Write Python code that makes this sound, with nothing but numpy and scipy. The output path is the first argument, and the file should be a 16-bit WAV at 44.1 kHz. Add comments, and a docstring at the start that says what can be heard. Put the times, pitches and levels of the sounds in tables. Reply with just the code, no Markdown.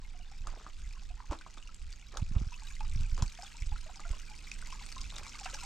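"""Walking up to a garden basin

A thin stream of water falls into a basin in a walled gravel yard: noise clicks make the spray's ticks,
fading sine tones make small bubbles ping and larger ones plop. Someone walks slowly toward it with the
microphone: gravel grinds and pebbles knock, and the trickle grows louder and brighter.
Low noise and single pressure pulses make the wind that thumps on the microphone's two ports.
Steady noise makes a background of hiss and low rumble that swells by about 6 dB, mostly near 4 s."""
import sys
import numpy as np
from scipy import signal
from scipy.fft import rfft, irfft, next_fast_len
from scipy.io import wavfile
from scipy.ndimage import uniform_filter1d, map_coordinates

SR = 44100
rng = np.random.default_rng(int(sys.argv[2]) if len(sys.argv) > 2 else 0)


def to_wav(sig):
    """Store sig (one row per channel, or 1-D mono) as 16-bit WAV at the path in sys.argv[1].

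    Samples outside -1..1 are clipped; the rate is SR.
    """
    pcm = np.clip(np.atleast_2d(sig), -1, 1) * 32767
    pcm = np.round(pcm).astype(np.int16)
    wavfile.write(sys.argv[1], SR, pcm.T)  # frames by channels


N = 249165  # length in samples


def amp(db):
    """Turn decibels into a gain."""
    return 10 ** (np.asarray(db) / 20)


def unit(x):
    """Scale to an average (rms) level of 1."""
    return x / np.sqrt(np.mean(x ** 2) + 1e-20)


def along(points, hz):
    """Read a curve of (Hz, value) points on a logarithmic pitch axis."""
    f, v = np.transpose(points)
    return np.interp(np.log(hz + 1), np.log(f + 1), v)


def curves(rows):
    """Draw straight lines between rows: one value per sample for each column after the time."""
    s, *cols = np.transpose(rows)
    return [np.interp(np.arange(N) / SR, s, c) for c in cols]


def wobble(rate):
    """A smooth random curve through this many random points a second."""
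    points = rng.standard_normal(int(N * rate / SR) + 4)
    return map_coordinates(points, [np.arange(N) * rate / SR])


def filtered(x, response):
    """Multiply the spectrum of x by a response that depends on frequency."""
    m = next_fast_len(N + SR // 2)
    return irfft(rfft(x, m) * response(np.fft.rfftfreq(m, 1 / SR)), m)[..., :N]


def coloured(x, spectrum):
    """Shape x with a (Hz, dB) spectrum."""
    return filtered(x, lambda hz: amp(along(spectrum, hz)))


def noise(spectrum):
    """Coloured noise with an rms level of 1."""
    return unit(coloured(rng.standard_normal(N), spectrum))


def pair(spectrum, side_db):
    """Stereo noise: a part shared by both ports, and a part of opposite sign at side_db below or above it."""
    mid = noise(spectrum)
    side = amp(side_db) * noise(spectrum)
    return unit(np.array([mid + side, mid - side]))


def steadied(x, length):
    """Even out swells slower than about length seconds, leaving the fast churn."""
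    power = uniform_filter1d(np.mean(np.atleast_2d(x) ** 2, axis=0), int(length * SR))
    return x / np.sqrt(np.abs(power) + 0.0072)


def add(track, s, sound):
    """Mix a sound into the track at time s."""
    start = int(np.clip(round(s * SR), 0, N - 1))
    track[start:start + len(sound)] += sound[:N - start]


def bubble(t, hz, cycles, rise):
    """A trapped air bubble swells, then dies away; its pitch rises by the given share near the surface."""
    age = t * hz / cycles
    glide = 1 + rise * age / (2 + age / 2)
    envelope = 2 * np.exp(-age) * (1 - np.exp(-2 * age))
    return np.sin(2 * np.pi * hz * t * glide) * envelope


def swarm(times, hz, gain, cycles, rise, size):
    """Many bubbles, each with its own life and glide, summed into one track."""
    t = np.arange(size) / SR
    life = cycles * np.exp(rng.standard_normal((len(times), 1)) / 2)
    rises = rise * rng.uniform(0.091, 0.74, life.shape)
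    rings = gain[:, None] * bubble(t, hz[:, None], life, rises)
    rings = rings * (1 - (t / t[-1]) ** 2)  # end in silence
    index = (times * SR).astype(int)[:, None] + np.arange(size)
    return np.bincount(index.ravel(), rings.ravel(), N)[:N]


# Level of the background hiss and rumble. Each row: time in seconds, level in dB.
BACKGROUND_LEVEL = [(0, -61.5), (2, -62), (4, -60), (4.6, -56.5), (5.65, -56)]
# Tone of that background. Each row: frequency in Hz, relative level in dB.
BACKGROUND_TONE = [(60, 4.5), (200, -3), (400, -15), (700, -19), (1100, -17.5), (1800, -22), (5000, -17),
                   (9000, -45), (15000, -48)]


def background():
    """Steady background hiss and low rumble, coloured noise swelling by about 6 dB, mostly near 4 s."""
    return amp(curves(BACKGROUND_LEVEL)[0]) * pair(BACKGROUND_TONE, side_db=-6.5)


# How long echoes last. Each row: frequency in Hz, time to fall by 60 dB in seconds.
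ECHO_TIME = [(200, 0.54), (2000, 0.064), (10000, 0.12)]


def yard(x):
    """Stone walls and the basin answer with a short tail of fading noise, different at each port."""
    hz, t, z = signal.stft(rng.standard_normal((2, SR // 2)), SR, nperseg=256)
    fading = amp(-60 * t / along(ECHO_TIME, hz)[:, None])
    tail = signal.istft(z * fading, SR, nperseg=256)[1]
    tail = tail / np.linalg.norm(tail[0])
    delayed = np.pad(x, (100, 0))[None]  # by 100 samples
    return signal.fftconvolve(delayed, tail, axes=1)[:, :N]


# Gusts over the breeze. Each row: start in seconds, length in seconds, level in dB before the final balance.
GUSTS = [(0.32, 0.27, -40), (0.79, 0.44, -44.5), (2.124, 0.38, -32.5), (2.75, 0.38, -32.5),
         (3.079, 0.24, -31.5), (3.513, 0.29, -39), (3.992, .16, -38), (4.648, 0.5, -45)]
# Hard puffs on the ports. Each row: time in seconds, level in dB before the final balance, width in seconds.
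THUMPS = [(0.411, -30.5, 0.0064), (1.306, -21, 0.008), (2.226, -16.5, 0.004), (2.315, -25.5, 0.0033),
          (2.367, -13, 0.0056), (2.417, -24, 0.0026), (2.472, -23.5, 0.0057), (2.962, -20, 0.0047),
          (3.008, -18.5, 0.0054), (3.13, -20.5, 0.0083), (3.228, -12.5, 0.0046), (3.625, -24, 0.007),
          (3.673, -23.5, 0.0089), (3.726, -20.5, 0.0078), (4.112, -23.5, 0.0078), (5.007, -27, 0.012)]
# Tone of the slow eddies. Each row: frequency in Hz, relative level in dB.
BUFFET = [(8, -30), (20, 10), (42, -1.5), (70, -14.5), (110, -31), (200, -41.5), (400, -91), (1000, -120)]
# Tone of the small fast eddies. Each row: frequency in Hz, relative level in dB.
FLUTTER = [(40, -11), (80, 16), (120, -1.5), (190, -6), (300, -29), (500, -46), (1200, -52), (3000, -120)]
# Tone of the rough air around a thump. Each row: frequency in Hz, relative level in dB.
WAKE = [(60, -1), (180, 4), (320, -6.5), (500, -17.5), (1200, -18), (3000, -74)]
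GUST_EDGE = 0.52  # share of a gust spent rising and falling
BREEZE_DB, BREEZE_SWING_DB, BREEZE_SWINGS_PER_S = -45.5, 3, 8
FLUTTER_DB, FLUTTER_GROWS = -72, 1.91  # level in the breeze; dB gained per dB of gust
WAKE_DB, WAKE_GROWS = -38.5, 2.78  # level at the hardest thump; dB it changes per dB of thump


def wind():
    """Eddies press on the ports, harder on the right; gusts stir up fast ones, and thumps have a rough wake."""
    gusts, thumps, wakes = np.zeros((3, N))
    for s, length, db in GUSTS:
        add(gusts, s, amp(db) * signal.windows.tukey(int(length * SR), GUST_EDGE))
    strength = np.hypot(1, gusts / amp(BREEZE_DB))  # 1 = the breeze alone
    strength = strength * amp(BREEZE_SWING_DB * wobble(BREEZE_SWINGS_PER_S))
    slow = amp(BREEZE_DB) * strength * steadied(pair(BUFFET, side_db=-16), length=0.0565)
    fast = amp(FLUTTER_DB) * strength ** FLUTTER_GROWS * steadied(pair(FLUTTER, side_db=-6), length=0.045)
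    hardest_db = max(db for s, db, width in THUMPS)
    for s, db, width in THUMPS:
        u = (np.arange(N) / SR - s) / width
        thumps += amp(db - 3.5) * (1 - 2 * u ** 2) / (1 + u ** 2) ** (5 / 2)  # pressure of a passing vortex
        wakes += amp(WAKE_DB + WAKE_GROWS * (db - hardest_db)) / (1 + (u / 2) ** 2)
    rough_air = wakes * pair(WAKE, side_db=0.5)
    return (slow + fast + thumps + rough_air) * amp([[-2.6], [2]])  # left, right in dB


# Soles pressing into the gravel. Each row: start in seconds, length in seconds, level in dB.
STEPS = [(0.406, 0.29, -57.5), (1.291, 0.071, -46.5), (2.113, 0.1, -51.5), (2.309, 0.16, -57.5),
         (3.155, 0.078, -52.5), (4.078, 0.11, -58), (5.097, 0.16, -55)]
# Pebbles knocking under a shoe. Each row: time in seconds, knock level in dB before the mix,
# knock pitch in Hz, level of the bright snap in dB before its tone is shaped.
PEBBLES = [(.471, -38, 1190, -43), (.665, -41, 1180, -77), (1.311, -39, 970, -48.5), (1.318, -41, 320, -56),
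           (1.322, -42, 570, -54.5), (1.331, -36, 970, -53), (1.464, -44.5, 1070, -78),
           (1.574, -45.5, 1230, -61), (2.171, -39.5, 1320, -36), (3.178, -43, 1130, -48.5),
           (3.192, -49, 522, -53), (3.2233, -37.5, 980, -34), (3.996, -45.5, 1210, -69),
           (5.183, -44.5, 1360, -37.5), (5.266, -47, 1120, -49)]
# Tone of grinding and rattling gravel. Each row: frequency in Hz, gain in dB.
GRAVEL = [(100, -2), (300, 3), (500, -0.5), (850, 1.5), (1350, 2), (2000, -9.5), (4000, -12), (8000, -15),
          (11000, -46)]
# Tone of a bright snap, also used for the ticks of single drops. Each row: frequency in Hz, gain in dB.
SNAP = [(400, -48), (800, -10), (2500, 7), (4300, 10.5), (7500, 11.5), (10000, -6), (15000, -24)]
THUD_DB, THUD_HZ = -16.5, 294  # the ground under a pebble: dB relative to the pebble's row, pitch


def footsteps():
    """Gravel grinds under each sole; pebbles knock dully, snap, rattle their neighbours and thud in the ground."""
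    grind, knocks, rattle, snaps = np.zeros((4, N))
    for s, length, db in STEPS:
        add(grind, s, amp(db) * np.sqrt(np.abs(np.hanning(int(length * SR)))))
    chance = rng.random((3500, 3))  # the grinding is a crowd of tiny stone contacts
    pitch_ratio = 18 ** chance[:, 1]
    force = amp(13.0 * chance[:, 2] ** 2) * pitch_ratio
    grit = swarm(chance[:, 0] * N / SR, 400 * pitch_ratio, force, cycles=0.85, rise=0, size=400)
    crunch = steadied(unit(coloured(grit, GRAVEL)), length=0.049)
    t = np.arange(SR // 10) / SR
    for s, db, hz, snap_db in PEBBLES:
        # a knock or thud is a ring that dies within a few cycles
        add(knocks, s, amp(db + 6.5) * bubble(t, hz, cycles=1.9, rise=0))
        add(knocks, s, amp(db + THUD_DB) * bubble(t, THUD_HZ, cycles=1.46, rise=0))
        add(rattle, s, amp(db - 0.5) * np.exp(-t / 0.019) * rng.standard_normal(len(t)))
        add(snaps, s, amp(snap_db) * np.exp(-t / 0.0019) * rng.standard_normal(len(t)))
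    return grind * crunch + knocks + coloured(rattle, GRAVEL) + coloured(snaps, SNAP)


# Large bubbles. Each row: time in seconds, level in dB before the ring's own shape,
# approximate pitch in Hz, cycles of ringing.
PLOPS = [(.146, -54, 720, 7.6), (.197, -56.5, 716, 7.5), (.317, -50.5, 790, 3.5), (1.104, -51.5, 718, 8),
         (1.203, -40.5, 974, 3.5), (1.412, -44, 1520, 4.9), (1.692, -49.5, 1325, 6.5),
         (2.521, -44.5, 970, 6.8), (2.807, -36, 869, 6.3), (3.389, -41.5, 714, 6.7),
         (3.431, -41.5, 810, 4.2), (3.547, -51, 935, 6.4), (3.718, -43.5, 832, 7), (3.76, -40, 1390, 4.3),
         (3.862, -49.5, 631, 6.5), (3.896, -45.5, 735, 4.8), (4.051, -43, 1390, 9.8), (4.055, -48, 683, 10),
         (4.134, -46, 1050, 5.6), (4.309, -49.5, 848, 7.9), (4.625, -40.5, 1480, 4.3),
         (4.726, -41, 1050, 6), (4.81, -48, 980, 5.6), (4.965, -41, 1046, 8.8), (5.355, -43.5, 1170, 5),
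         (5.414, -43, 794, 4.8), (5.458, -35.5, 743, 4.5), (5.463, -33.5, 1310, 2.2),
         (5.533, -46.5, 546, 3.4)]
# Single drops that trap a small bubble. Each row: time in seconds, level in dB before the mix,
# approximate pitch in Hz.
DRIPS = [(1.3885, -41, 4000), (1.582, -40, 3500), (1.6261, -39.5, 2800), (1.674, -40.5, 2760),
         (1.7449, -35, 7440), (1.927, -36.5, 4530), (2.5416, -37, 2600), (2.6348, -40.5, 7330),
         (2.7656, -42, 2000), (2.807, -36, 2460), (3.2794, -35.5, 4450), (3.423, -34, 5090),
         (3.6215, -35, 2180), (4.5158, -28.5, 2460), (4.6733, -38, 6600), (4.89, -41, 2410),
         (4.9246, -33.5, 4500), (4.981, -35, 3750), (5.015, -30, 4900), (5.103, -35.5, 3570),
         (5.164, -29, 3680), (5.3545, -38, 4440), (5.458, -30.5, 2640), (5.5975, -39, 2600)]
# Tone of a plop's splash. Each row: frequency in Hz, gain in dB.
SLAP = [(200, -29), (550, -9), (1300, 5.5), (2500, -7), (9000, -26), (15000, -65)]
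SLAP_S, TICK_S = .0035, .0012  # fading times of a splash and a tick, in seconds
# bubbles that follow a plop: dB relative to its row, mean gap, scale of the upward pitch spread, ringing
SHED_DB, SHED_GAP_S, SHED_OCTAVES, SHED_CYCLES = -10.5, .016, 0.34, 2.9


def drops():
    """The clearest bubbles: low plops splash and shed two weaker bubbles; short pings start with a tick."""
    rings, slaps, ticks = np.zeros((3, N))
    t = np.arange(SR // 8) / SR
    for s, db, hz, cycles in PLOPS:
        add(rings, s - .001, amp(db) * bubble(t, hz * .99, cycles, rise=0.014))
        add(slaps, s, amp(db + 1) * rng.standard_normal(len(t)) * np.exp(-t / SLAP_S))
        delays = SHED_GAP_S * np.cumsum(rng.uniform(0, 2, size=2))
        raises = SHED_OCTAVES * rng.uniform(0, 1.77, size=2)
        for delay, octaves in zip(delays, raises):
            add(rings, s + delay, amp(db + SHED_DB) * bubble(t, hz * 2 ** octaves, SHED_CYCLES, rise=0.05))
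    for s, db, hz in DRIPS:
        add(rings, s, amp(db - 2.5) * bubble(t, hz * 0.988, cycles=4.25, rise=.035))
        add(ticks, s, amp(db - 13.5) * rng.standard_normal(len(t)) * np.exp(-t / TICK_S))
    return rings + coloured(slaps, SLAP) + coloured(ticks, SNAP)


# Tone of a stray drop hitting the surface. Each row: frequency in Hz, gain in dB.
TICK = [(300, -45), (800, -22), (2500, 8), (7500, 0), (10000, -15), (13500, -3.5), (15500, -26)]
STRAY_DB, STRAY_TICK_DB = 11, 12.5  # gains of the pings and the ticks before the bubbling level


def stray_drops(count):
    """Drops flung clear of the stream land at random; each breaks up in a few quick ticks and a ping."""
    chance = rng.random((count, 3))
    times, force = chance[:, 0] * N / SR, amp(6.8 * chance[:, 2])
    pings = swarm(times, 2100 * 3.97 ** chance[:, 1], force, cycles=8.9, rise=0.056, size=700)
    contacts = times[:, None] + rng.normal(0, 0.00097, size=(count, 4))
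    strength = force[:, None] * rng.standard_normal(contacts.shape)
    index = np.abs(contacts * SR).astype(int)
    ticks = np.bincount(index.ravel(), strength.ravel(), N)[:N]
    return amp(STRAY_DB) * pings + amp(STRAY_TICK_DB) * coloured(ticks, TICK)


# Tone of the falling water, also used for its fizz. Each row: frequency in Hz, relative gain in dB.
WATER = [(250, -25), (500, -19), (800, -18.5), (1300, -3.5), (1750, -10.5), (2400, -1), (3300, -6.5),
         (4500, -6.5), (5800, -2.5), (7400, -3.5), (8500, -8), (9700, -21), (13200, -29), (15500, -37)]


def splashes(count, size, low_hz, high_hz, spread_db, scatter, cycles, tick_db):
    """Blobs of the stream hit the pool with a tick; each throws a few tiny bubbles within milliseconds."""
    hit = (np.arange(count) + rng.uniform(0, 2.7, count)) * N / SR / count
    force = np.clip(rng.standard_normal((count, 1)), -2, 2)
    times = (hit[:, None] + scatter * rng.exponential(1, (count, size))).ravel()
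    strength = np.minimum(force + rng.standard_normal((count, size)), 2).ravel()
    hz = low_hz * (high_hz / low_hz) ** rng.random(count * size)
    gain = amp(spread_db * strength) * np.sqrt(hz / high_hz)
    rings = swarm(times, hz, gain, cycles, rise=0.065, size=500)
    ticks = np.bincount((hit * SR).astype(int), amp(spread_db * force[:, 0] + tick_db), N)[:N]
    return steadied(unit(coloured(rings + ticks, WATER)), length=0.17)  # the flow itself is even


# The walk toward the basin. Each row: time in seconds, distance from the falling stream in metres.
DISTANCE = [(0, 11.8), (1.6, 7.2), (3.0, 4.52), (4.4, 3.55), (5.1, 2.9), (5.65, 2)]
BUBBLING_DB, SPRAY_DB = -52.5, -49  # group levels at one metre, before the mix inside each group
BUBBLING_FALL_DB, SPRAY_FALL_DB = 4.5, 7  # lost with each doubling of the distance
RIM_DB, RIM_FALL_DB = -5, .5  # gurgle gain within the bubbling at one metre; hidden by the rim per doubling
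GURGLE_SPREAD_DB = 12  # from the weakest to the strongest gurgle bubble
SURGE_DB, SURGES_PER_S = 1.77, 7  # the stream's slight unsteadiness
PING_CYCLES, SPRAY_CYCLES = 2.8, 2.3  # typical ringing


def trickle():
    """Bubbling and fine spray over a soft fizz and a low gurgle; all grow as the basin comes nearer."""
    doublings = np.log2(curves(DISTANCE)[0])
    surge_db = SURGE_DB * wobble(SURGES_PER_S)
    bubbling_db = BUBBLING_DB - BUBBLING_FALL_DB * doublings + surge_db
    spray_db = SPRAY_DB - SPRAY_FALL_DB * doublings + surge_db
    pings = splashes(count=660, size=4, low_hz=1395, high_hz=4880, spread_db=4.0, scatter=0.0035,
                     cycles=PING_CYCLES, tick_db=14.0)
    spray = splashes(count=650, size=5, low_hz=3890, high_hz=13550, spread_db=7.0, scatter=.0018,
                     cycles=SPRAY_CYCLES, tick_db=11.5)
    flicker = amp(7.3 * np.tanh(wobble(400)))
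    fizz = unit(coloured(rng.standard_normal(N) * flicker, WATER))
    chance = rng.random((600, 3))
    gurgle = swarm(chance[:, 0] * N / SR, 780 * 2.1 ** chance[:, 1],
                   amp(GURGLE_SPREAD_DB * chance[:, 2] ** 2), cycles=5.8, rise=0.03, size=1500)
    gurgle = unit(gurgle * amp(7.3 * np.tanh(wobble(10.0))))  # air is dragged under in gulps
    rim_db = RIM_DB - RIM_FALL_DB * doublings
    bubbling = amp(2) * pings + amp(rim_db) * gurgle + stray_drops(count=56)
    fine_spray = amp(2.38) * spray + amp(-3.5) * fizz
    return amp(bubbling_db) * bubbling + amp(spray_db) * fine_spray


def scene():
    """Water ahead and steps below with their echo, over wind and the background hiss and rumble."""
    near = trickle() + drops() + footsteps()
    lean = [(3000, 0.26), (6000, 0.3), (8500, 1.4), (13000, 3.6)]  # left hears more treble: (Hz, dB)

    def at_ports(hz):
        left = amp(along(lean, hz))
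        right = amp(-along(lean, hz)) * np.exp(-2j * np.pi * hz * 1.0e-5)  # 10 microseconds later
        return np.array([left, right])

    ports = filtered(near, at_ports)
    # the top treble is mostly scattered, so the echo is bright: (Hz, dB)
    echo = coloured(yard(near), [(500, -20.5), (2000, -6.0), (7000, -8.5), (12000, 0.0)])
    return ports + echo + background() + wind()


TOP_HZ = 15700  # band limit


def record(dry):
    """The recorder keeps nothing above its band limit."""
    return filtered(dry, lambda hz: hz < TOP_HZ)


dry = scene()
out = record(dry)
to_wav(out)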